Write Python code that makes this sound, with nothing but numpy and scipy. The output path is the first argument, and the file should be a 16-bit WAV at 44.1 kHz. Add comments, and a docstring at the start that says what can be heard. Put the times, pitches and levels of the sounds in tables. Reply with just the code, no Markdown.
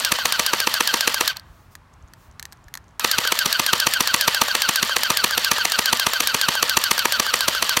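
"""Airsoft rifle in a backyard

An electric airsoft rifle fires two slow full-auto bursts close to the microphone. In each cycle the
gears whine lower as they load the spring, the piston slams home and air pops from the barrel; half a
cycle later the pellet hits a tree. Between the bursts the gears run back against their latch, a sleeve
rubs and the gun clicks in the hands. Distant traffic and light air lie underneath."""
import sys
import numpy as np
from scipy import signal
from scipy.fft import rfft, irfft
from scipy.io import wavfile

SR = 44100
rng = np.random.default_rng(int(sys.argv[2]) if len(sys.argv) > 2 else 0)


def unload_wav(signal):
    """Save mono or channel-first audio to the path in sys.argv[1] as 16-bit WAV at rate SR, clipped to [-1, 1]."""
    wavfile.write(
        sys.argv[1],
        SR,
        np.round(np.clip(np.atleast_2d(signal).T, -1, 1) * 32767).astype(np.int16),
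    )


N = 343980
TIME = np.arange(N) / SR
AGE = np.arange(2048) / SR  # time within one short sound
RELEASE_S, PULL_S, CYCLE_S = 1.31, 2.995, .137  # trigger off, trigger on again, nominal cycle


def undb(db):
    """Decibels to amplitude."""
    return 10 ** (np.asarray(db) / 20)


def unit(x):
    """Scale to rms 1."""
    return x / np.sqrt(np.mean(x ** 2))


def burst(x, db, span_s):
    """Scale x so that its energy, spread over span_s, has level db."""
    return x * undb(db) / np.sqrt(np.sum(x ** 2) / (span_s * SR))


def add(out, s, x):
    """Mix x into out from time s."""
    i = int(s * SR)
    part = x[max(0, -i):max(0, N - i)]
    out[max(0, i):max(0, i) + len(part)] += part


def wander(rate_hz):
    """Smooth random motion, rms 1."""
    knots = rng.standard_normal(int(N / SR * rate_hz) + 2)
    return unit(np.interp(TIME * rate_hz, np.arange(len(knots)), knots))


def response(points, peaks=(), size=4096):
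    """Minimum-phase impulse response from points (Hz, dB) and peaks (Hz, width Hz, dB)."""
    f = np.maximum(np.fft.rfftfreq(size, 1 / SR), 1)
    hz, db = np.transpose(points)
    db = np.interp(np.log(f), np.log(hz), db)
    db += sum(gain / (1 + (2 * (f - centre) / width) ** 2) for centre, width, gain in peaks)
    cepstrum = irfft(np.log(undb(db)))
    cepstrum[1:size // 2] *= 2
    cepstrum[size // 2 + 1:] = 0
    return irfft(np.exp(rfft(cepstrum)))[:size // 2]


def through(x, h):
    """Filter x with impulse response h."""
    return signal.fftconvolve(x, h)[:len(x)]


def chatter(decay_s):
    """Fading cloud of tiny contacts, energy 1."""
    x = rng.standard_normal(len(AGE)) * np.exp(-AGE / decay_s)
    return x / np.linalg.norm(x)


def whiten(x):
    """Flatten a contact cloud's spectrum, keep its phase, fade its tail."""
    return irfft(np.exp(1j * np.angle(rfft(x)))) * np.exp(-AGE / .0082)


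def ring(hz, t60):
    """One damped mode."""
    return np.sin(2 * np.pi * hz * AGE) * np.exp(-np.log(1000) * AGE / t60)


def puff(hz, t60):
    """Damped swing of air, as much in as out."""
    return np.gradient(ring(hz, t60) * (1 - np.exp(-AGE * hz * 4)))


def grains(spread_db):
    """Noise of unevenly sized contacts, rms 1."""
    return unit(rng.standard_normal(N) * undb(spread_db * wander(2500)))


# shell resonances: (frequency [Hz], width [Hz], gain [dB])
SHELL_PEAKS = [(483.7, 31, 5.5), (640, 160, 4.5), (924, 157, 7.5), (1205, 240, 7), (1770, 230, 0.5),
               (3080, 130, 2), (4450, 700, 6.5), (5730, 340, 3), (11970, 480, 7.5), (14470, 360, 7.5)]
# slam spectrum: (frequency [Hz], gain [dB])
SLAM_SPECTRUM = [(40, -27), (150, -4), (320, -19.5), (600, -5.5), (1000, -4), (1450, -3), (1850, 2),
                 (2200, -1), (2650, 3), (4200, -2), (5200, -7.5), (5900, 2), (7500, -3.5), (10300, -6.5),
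                 (12000, -7.5), (15500, -16.5)]
# piston bounces: (delay [s], relative level [dB])
BOUNCES = [(0, -1), (.001, -9.5), (.0019, -5.5), (.0025, -3)]
# receiver modes: (frequency [Hz], level [dB], t60 [s])
RECEIVER_MODES = [(481.6, -27, 0.059), (940, -30, 0.053)]


def piston(out, s, strength_db, pressure, contacts, body):
    """The piston scrapes forward, slams and bounces, cushioned by air; the receiver recoils and rings."""
    blows = .87 * contacts + .6 * chatter(decay_s=.0032) + .04 * chatter(decay_s=.012)
    for delay_s, db in BOUNCES:
        delay_s *= 1 + .015 * rng.standard_normal()
        blows[int(delay_s * SR)] -= undb(db + 1.5 * rng.standard_normal())
    cushion_db = -pressure
    add(out, s, burst(through(blows, body), -11 + strength_db + cushion_db, span_s=.0038))
    add(out, s, sum(undb(db + strength_db) * ring(hz, t60) for hz, db, t60 in RECEIVER_MODES))
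    scrape = through(np.r_[chatter(decay_s=.003)[::-1], np.zeros(len(AGE))], body)
    add(out, s - AGE[-1], burst(scrape, -20 + strength_db, span_s=.0035))
    recoil = puff(hz=210, t60=.012)
    add(out, s - .0018, burst(recoil, db=-24, span_s=.00063))


# barrel air modes: (frequency [Hz], relative level [dB], t60 [s])
BARREL_MODES = [(230, -16.5, 0.029), (356.5, -5.5, 0.025), (500, -11, 0.02), (1076, 6.5, 0.0098),
                (1826, 5.5, 0.01), (2444, 9, 0.006), (3620, -14.5, 0.0094)]


def air_pop(out, s, strength_db, seal, pressure, body):
    """Air rings the barrel and spits at the muzzle; a tight seal pops later and thumps deeper."""
    leaky_s, sealed_s = .0022, .0038
    leaky_hz, sealed_hz = 660, 150
    pop_s = s + leaky_s + (sealed_s - leaky_s) * seal ** 2
    pop = sum(undb(db + rng.standard_normal()) * puff(hz * (1 + .056 * rng.standard_normal()), t60) / hz
              for hz, db, t60 in BARREL_MODES)
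    add(out, pop_s, burst(pop, -17.5 + strength_db + 3.5 * pressure, span_s=.004))
    spit = through(chatter(decay_s=.00091), body)
    add(out, pop_s, burst(spit, -17.5 + strength_db, span_s=.0047))
    thump_hz = leaky_hz * (sealed_hz / leaky_hz) ** seal
    add(out, pop_s - .0006, burst(puff(thump_hz, t60=1.5 / thump_hz), db=-31, span_s=.013))


# small-part tick spectrum: (frequency [Hz], gain [dB])
TICK_SPECTRUM = [(200, -36), (3000, -19), (6000, 1), (8500, 2.5), (10300, -5), (12000, -0.5), (15500, -32)]
# dull knock spectrum, gear or bark: (frequency [Hz], gain [dB])
KNOCK_SPECTRUM = [(200, -32), (480, -2.5), (700, -2), (1050, 6), (1500, 4), (3000, -26), (12000, -20)]


def gear_pickup(out, s):
    """After a slam the anti-reversal latch ticks, the gear knocks on the piston, a loose part ticks."""
    small_part = response(TICK_SPECTRUM)
    latch = through(chatter(decay_s=.0004), small_part)
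    latch = burst(latch, db=-26.5 + 3.5 * rng.standard_normal(), span_s=.0015)
    add(out, s + .02 + .0027 * rng.standard_normal(), latch)
    knock = through(chatter(decay_s=.0015), response(KNOCK_SPECTRUM, SHELL_PEAKS))
    add(out, s + .029, burst(knock, db=-32, span_s=.004))
    loose = through(chatter(decay_s=.0006), small_part)
    loose = burst(loose, db=-29 + 3 * rng.standard_normal(), span_s=.0015)
    add(out, s + rng.uniform(.025, .055), loose)


# shots: (time [s], strength [dB], air seal [0-1], pellet energy into loose bark [0-1])
SHOTS = [(-.02, 3, 0.6, 0.06), (0.1198, 1, 1, .98), (0.2552, -.5, 0.01, 0.24), (.3952, -0.5, 0.98, 0.15),
         (.534, -1, 0.58, 0.37), (.672, -1.5, 0.56, 0.36), (0.8062, -0.5, 0.56, 0.27),
         (0.94, 0, 0.68, 0.24), (1.0753, 0, 0.56, 0.43), (1.209, -1, 0.53, 0.05), (3.0454, -1, 0.59, 0),
         (3.1841, -1, 0.99, .95), (3.3212, 0, 0.38, 0.03), (3.4585, -2, 0.95, 0.03),
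         (3.5956, -0.5, 0.92, 0.22), (3.7318, 1.5, 0.92, 0.06), (3.8685, 1, 0.98, 0.13),
         (4.0059, .5, 0.88, 0.36), (4.1417, 2, 0.98, .01), (4.2786, 2, 0.96, 0.42),
         (4.416, 2.5, 0.96, 0.91), (4.5513, -.5, 0.07, 0.06), (4.6898, 0.5, 1, 0.04),
         (4.8281, -1, 0.96, .96), (4.9654, 0, 0.01, 0.37), (5.103, -0.5, 0.96, 0.06),
         (5.2417, 2, 0.88, .93), (5.3778, -1, 0.07, 0.17), (5.515, 1, 0.99, 0.92),
         (5.6521, -.5, 0.04, 0.38), (5.7893, 0, 0.96, 0.2), (5.9288, 1.5, 0.93, .25),
         (6.0668, 0, 0.95, .65), (6.2041, -0.5, 0.3, .02), (6.345, -1, 0.95, 0.13), (6.4858, -0.5, 1, 0.9),
         (6.6272, 2, 0, 0.26), (6.7706, 3.5, 0.97, 0.1), (6.912, 2, 1, 0.82), (7.0545, -1, 0.52, 0.3),
         (7.198, 1, 0.94, 0.88), (7.3393, 0, 0.1, 0.38), (7.4822, 2, 0.96, 0.89), (7.6253, -0.5, 0, 0.28),
         (7.7699, 1, 0.94, .2)]


def shots():
    """Each shot: piston slam, air pop, gears taking up the load again."""
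    out, body = np.zeros(N), response(SLAM_SPECTRUM, SHELL_PEAKS)
    contacts = whiten(chatter(decay_s=.0035))  # same parts, same order on every shot
    for s, strength_db, seal, _ in SHOTS:
        pressure = 4 * seal * (1 - seal)  # at half seal the pellet leaves at peak pressure
        piston(out, s, strength_db, pressure, contacts, body)
        air_pop(out, s, strength_db, seal, pressure, body)
        gear_pickup(out, s)
    return out


def stroke():
    """Share of the cycle since the last slam, and that cycle's length in s."""
    shot_s = np.array(SHOTS)[:, 0]
    rest = np.sum(shot_s < RELEASE_S) - 1 + .75  # piston waits part-cocked between bursts
    slam_s = np.r_[shot_s, shot_s[-1] + CYCLE_S]
    knot_s = np.sort(np.r_[slam_s, RELEASE_S, PULL_S])
    turns = np.interp(TIME, knot_s, np.sort(np.r_[:len(slam_s), rest, rest]))
    gap_s = np.diff(slam_s)
    length_s = np.where(gap_s < 2 * CYCLE_S, gap_s, CYCLE_S)
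    return turns % 1, length_s[np.minimum(turns.astype(int), len(shot_s) - 1)]


def motor_speed():
    """Share of full speed: running, coasting, thrown back by the spring, restarting."""
    coast_s, rebound_at_s, rise_s, fall_s, spin_up_s = .036, 1.365, .025, .05, .014
    coast = np.exp(-np.maximum(TIME - RELEASE_S, 0) / coast_s)
    since_s = TIME - rebound_at_s
    rebound = .62 * np.exp(-np.abs(since_s) / np.where(since_s < 0, rise_s, fall_s))
    restart = 1 - .3 * np.exp(-np.maximum(TIME - PULL_S, 0) / spin_up_s)
    return np.where(TIME < PULL_S, np.maximum(coast, rebound), restart)


# mesh harmonics: (multiple, level [dB])
MESH_HARMONICS = [(1, -0.5), (2, -6), (3, -3.5), (4, -9)]
# shell radiation of the whine: (frequency [Hz], gain [dB])
WHINE_SPECTRUM = [(400, -6.5), (1200, -3.5), (1800, -3), (2400, 1), (3600, -6.5), (4700, -6.5), (5300, -22),
                  (7000, -1.5), (12000, -24.5)]
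# resonances the harmonics sweep through: (frequency [Hz], width [Hz], gain [dB])
WHINE_PEAKS = [(1559, 132, 9.1), (3160, 120, 12), (4534, 250, 10.3)]
# whine gain at the hardest pull: (time [s], gain [dB])
WHINE_GAIN = [(.6, -26), (3.1, -23.5), (5.5, -23), (7.7, -24)]


def gear_whine(tooth_phase, rotor, share):
    """Mesh tone, loudest at the hardest pull; unlike teeth roughen the high harmonics most."""
    whine = np.zeros(N)
    for multiple, db in MESH_HARMONICS:
        rough_db = .51 * rotor + (1.5 + multiple) * 1.05 * wander(900)
        whine += undb(db + rough_db) * np.sin(multiple * (tooth_phase + .28 * rotor))
    whine = through(whine, response(WHINE_SPECTRUM, WHINE_PEAKS)) * undb(wander(70))
    peak_share, swell_db, fade_db = .73, 19.5, 29.5  # slopes per cycle
    off_peak_db = np.maximum(swell_db * (peak_share - share), fade_db * (share - peak_share))
    return whine * undb(np.interp(TIME, *np.transpose(WHINE_GAIN)) - off_peak_db)


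# tooth grind spectrum: (frequency [Hz], gain [dB])
GRIND_SPECTRUM = [(150, -25), (350, -43), (560, -4), (760, -10.5), (1000, -7), (1600, 2.5), (2300, -2),
                  (3000, 7), (4500, -0.5), (5300, -2), (7300, -8), (10300, -16), (11800, -16), (15500, -23)]


def tooth_grind(tooth_phase, rotor, share, load):
    """Teeth grind under load, less when slack, and clash when the slam jolts them."""
    loaded_db, slack_db, jolt_db = -29.5, -38, -20
    contacts = grains(spread_db=.5) * undb(2.5 * np.cos(tooth_phase) + 1.2 * rotor + 1.76 * wander(120))
    grind = unit(through(contacts, response(GRIND_SPECTRUM, SHELL_PEAKS)))
    return grind * (load * undb(loaded_db) + undb(slack_db) + undb(jolt_db - 226.5 * share))


# spring rattle spectrum: (frequency [Hz], gain [dB])
SPRING_SPECTRUM = [(60, -26), (150, -21), (230, 1.5), (330, -12.5), (500, -3.5), (750, -8), (1000, -4),
                   (2500, -0.5), (6000, -10.5), (10300, -11.5), (12000, -18), (15500, -19)]


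def spring_rattle(share):
    """The spring rattles after each slam and again as it comes free."""
    contacts = grains(spread_db=3.5) * undb(1.8 * wander(200))
    rattle = unit(through(contacts, response(SPRING_SPECTRUM, SHELL_PEAKS)))
    slammed_db, freed_db = -25 - 29 * share, -28 - 85 * (1 - share)
    return rattle * (undb(slammed_db) + undb(freed_db))


# motor brush spectrum: (frequency [Hz], gain [dB])
BRUSH_SPECTRUM = [(3000, -36.5), (7000, -14), (10300, -14), (12000, -4), (14300, 1), (15500, -4.5)]


def brushes(rotor):
    """The motor brushes spark once a turn."""
    sparks = grains(spread_db=4) * undb(9.7 * rotor)
    return unit(through(sparks, response(BRUSH_SPECTRUM, SHELL_PEAKS))) * undb(-41.5)


def gearbox():
    """The gears slow as the spring tightens; all their noise fades with motor speed."""
    free_mesh_hz, pinion_teeth, spring_drag, end_sag = 2417, 10, .72, .28
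    share, cycle_s = stroke()
    spin = motor_speed()
    speed = 1 / (1 + spring_drag * share ** .8 + end_sag * share ** 6)
    flutter = .00802 + .1195 * np.maximum(speed - .67, 0)  # lightly loaded gears run loose
    mesh_hz = free_mesh_hz * CYCLE_S / cycle_s * speed * spin * (1 + flutter * wander(700))
    tooth_phase = 2 * np.pi * np.cumsum(mesh_hz) / SR
    rotor = np.cos(tooth_phase / pinion_teeth)  # pinion slightly off centre
    picked_up, let_go = (.5 + .5 * np.tanh((share - at) / .037) for at in (.15, .835))
    whine = picked_up * gear_whine(tooth_phase, rotor, share)
    grind = tooth_grind(tooth_phase, rotor, share, load=picked_up * (1 - let_go))
    return spin ** 3.2 * (whine + grind + spring_rattle(share) + brushes(rotor))


# background spectrum: (frequency [Hz], gain [dB])
YARD_SPECTRUM = [(20, -26.5), (45, -2.5), (100, -4), (170, -10.5), (280, -18.5), (480, -23.5),
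                 (1100, -16.5), (1700, -24.5), (2600, -31), (4000, -36), (8000, -43.5), (15500, -50)]


def yard():
    """Distant traffic and light air in the trees."""
    return unit(through(rng.standard_normal(N), response(YARD_SPECTRUM))) * undb(-51 + wander(2.76))


# hard impact spectrum: (frequency [Hz], gain [dB])
CRACK_SPECTRUM = [(200, -40.5), (600, -18.5), (1000, -16), (2300, -8.5), (3200, -8), (4200, 1.5),
                  (5300, -4.5), (7000, -13.5), (8500, -7), (10300, -15), (12000, -10.5), (15500, -15)]
# glancing pellets hitting further on: (time [s], level [dB])
RICOCHETS = [(3.2744, -16.5), (6.9921, -13.5)]


def pellets():
    """Each pellet splits its energy between a crack on hard wood and a knock in bark; two ricochet."""
    flight_s, bark_lead_s = .0686, .0015  # loose bark stands proud, so is met sooner
    out, hard, soft = np.zeros(N), response(CRACK_SPECTRUM), response(KNOCK_SPECTRUM)
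    trunk = whiten(chatter(decay_s=.0032))  # the same spot answers alike each time

    def crack(db):
        """One sharp hit on hard wood."""
        blow = trunk + .5 * chatter(decay_s=.003) + .25 * chatter(decay_s=.006)
        blow[0] += .2
        return burst(through(blow, hard), db, span_s=.0041)

    for s, _, _, bark in SHOTS:
        hit_s = s + flight_s - bark_lead_s * bark
        add(out, hit_s, np.sqrt(1 - bark) * crack(db=-11))
        knock = burst(through(chatter(decay_s=.0019), soft), db=-21, span_s=.0061)
        add(out, hit_s, np.sqrt(bark) * knock)
    for s, db in RICOCHETS:
        add(out, s, crack(db))
    return out


# latch catches: (time [s], level [dB])
CATCHES = [(1.369, -25.5), (1.397, -36)]


def latch_catches():
    """The spring drives the gears back against the latch, which catches twice."""
    out, metal = np.zeros(N), response(CRACK_SPECTRUM, SHELL_PEAKS)
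    for s, db in CATCHES:
        add(out, s, burst(through(chatter(decay_s=.0015), metal), db, span_s=.0032))
    return out


# sleeve rubs: (start [s], length [s], level [dB])
RUBS = [(1.40, 0.34, -63), (1.703, 0.048, -57), (2.15, 0.16, -60)]


def sleeve():
    """Cloth slides over the stock in short swishes."""
    fabric = response([(1000, -20), (3500, -1), (6500, 2), (10000, -4), (15500, 1)])
    hiss = unit(through(grains(spread_db=0), fabric))
    return hiss * sum(undb(db) * np.sin(np.pi * np.clip((TIME - s) / length_s, 0, 1))
                      for s, length_s, db in RUBS)


# trigger, selector and fitting clicks: (time [s], peak [dB], decay [s])
CLICKS = [(1.753, -23, 0.002), (2.136, -30.5, 0.0013), (2.396, -20, 0.0018), (2.427, -18.5, 0.0011),
          (2.454, -16.5, 0.0012), (2.524, -25, 0.00092), (2.528, -31, 0.0019), (2.683, -35.5, 0.0022),
          (2.74, -14.5, 0.0015), (2.753, -17, 0.0013), (2.774, -20.5, 0.0011), (2.996, -8.5, 0.0018)]
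# click spectrum: (frequency [Hz], gain [dB])
CLICK_SPECTRUM = [(500, -25), (900, -2), (1300, -0.5), (1800, 10), (2400, -4), (3000, -0.5), (4200, -1),
                  (6500, -0.5), (8500, -2.5), (10300, -6.5), (12500, -4), (15500, -12)]
# resonances of those parts: (frequency [Hz], width [Hz], gain [dB])
FITTING_PEAKS = [(1050, 300, 5), (1720, 220, 5), (4200, 450, 7), (6400, 800, 3), (12000, 900, 5)]
# grip bumps: (time [s], relative level [dB])
BUMPS = [(1.50, -45), (2.035, -43), (2.285, -49), (2.662, -43.5)]


def handling():
    """Small parts click in the plastic shell; the hands bump the grip and make it creak in tiny ticks."""
    out, fittings = np.zeros(N), response(CLICK_SPECTRUM, FITTING_PEAKS)
    for s, db, decay_s in CLICKS:
        click = through(chatter(decay_s) + .22 * chatter(decay_s=.0062), fittings)
        add(out, s, click / np.abs(click).max() * undb(db))
    bump = ring(hz=58.3, t60=.073) * (1 - AGE / AGE[-1])
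    for s, db in BUMPS:
        add(out, s, undb(db + 14) * bump)
    creak = response([(500, -27.5), (2500, -17), (6500, 6), (9000, -8), (15500, -20)])
    for s, db in zip(rng.uniform(RELEASE_S, PULL_S, size=16), rng.normal(-61, 3, size=16)):
        add(out, s, burst(through(chatter(decay_s=.00085), creak), db, span_s=.0056))
    return out


def echoes(x, t60, wet_db):
    """House wall, fence and foliage scatter a thin, dull tail."""
    t = TIME[:SR]
    tail = rng.standard_normal(len(t)) * np.exp(-np.log(1000) * t / t60) * (1 - np.exp(-t / .0046))
    tail = through(tail, response([(100, -3.5), (400, -12.5), (1200, 6.5), (4000, -9), (14000, -27)]))
    return undb(wet_db) * through(x, tail / np.linalg.norm(tail))


def scene():
    """Rifle, echoes and yard, mono."""
    gun = gearbox() + shots() + pellets() + latch_catches() + handling() + sleeve()
    return (gun + echoes(gun, t60=.62, wet_db=-29) + yard())[None]


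def record(dry):
    """The microphone sheds the deep bass and rounds the highest peaks; the top is cut."""
    low_hz, top_hz, ceiling = 38, 15900, .95
    thin = signal.sosfilt(signal.butter(2, low_hz, "high", fs=SR, output="sos"), dry)
    rounded = thin / (1 + np.abs(thin / ceiling) ** 4) ** (1 / 4)
    return signal.sosfilt(signal.ellip(10, .2, 70, top_hz, fs=SR, output="sos"), rounded)


dry = scene()
out = record(dry)
unload_wav(out)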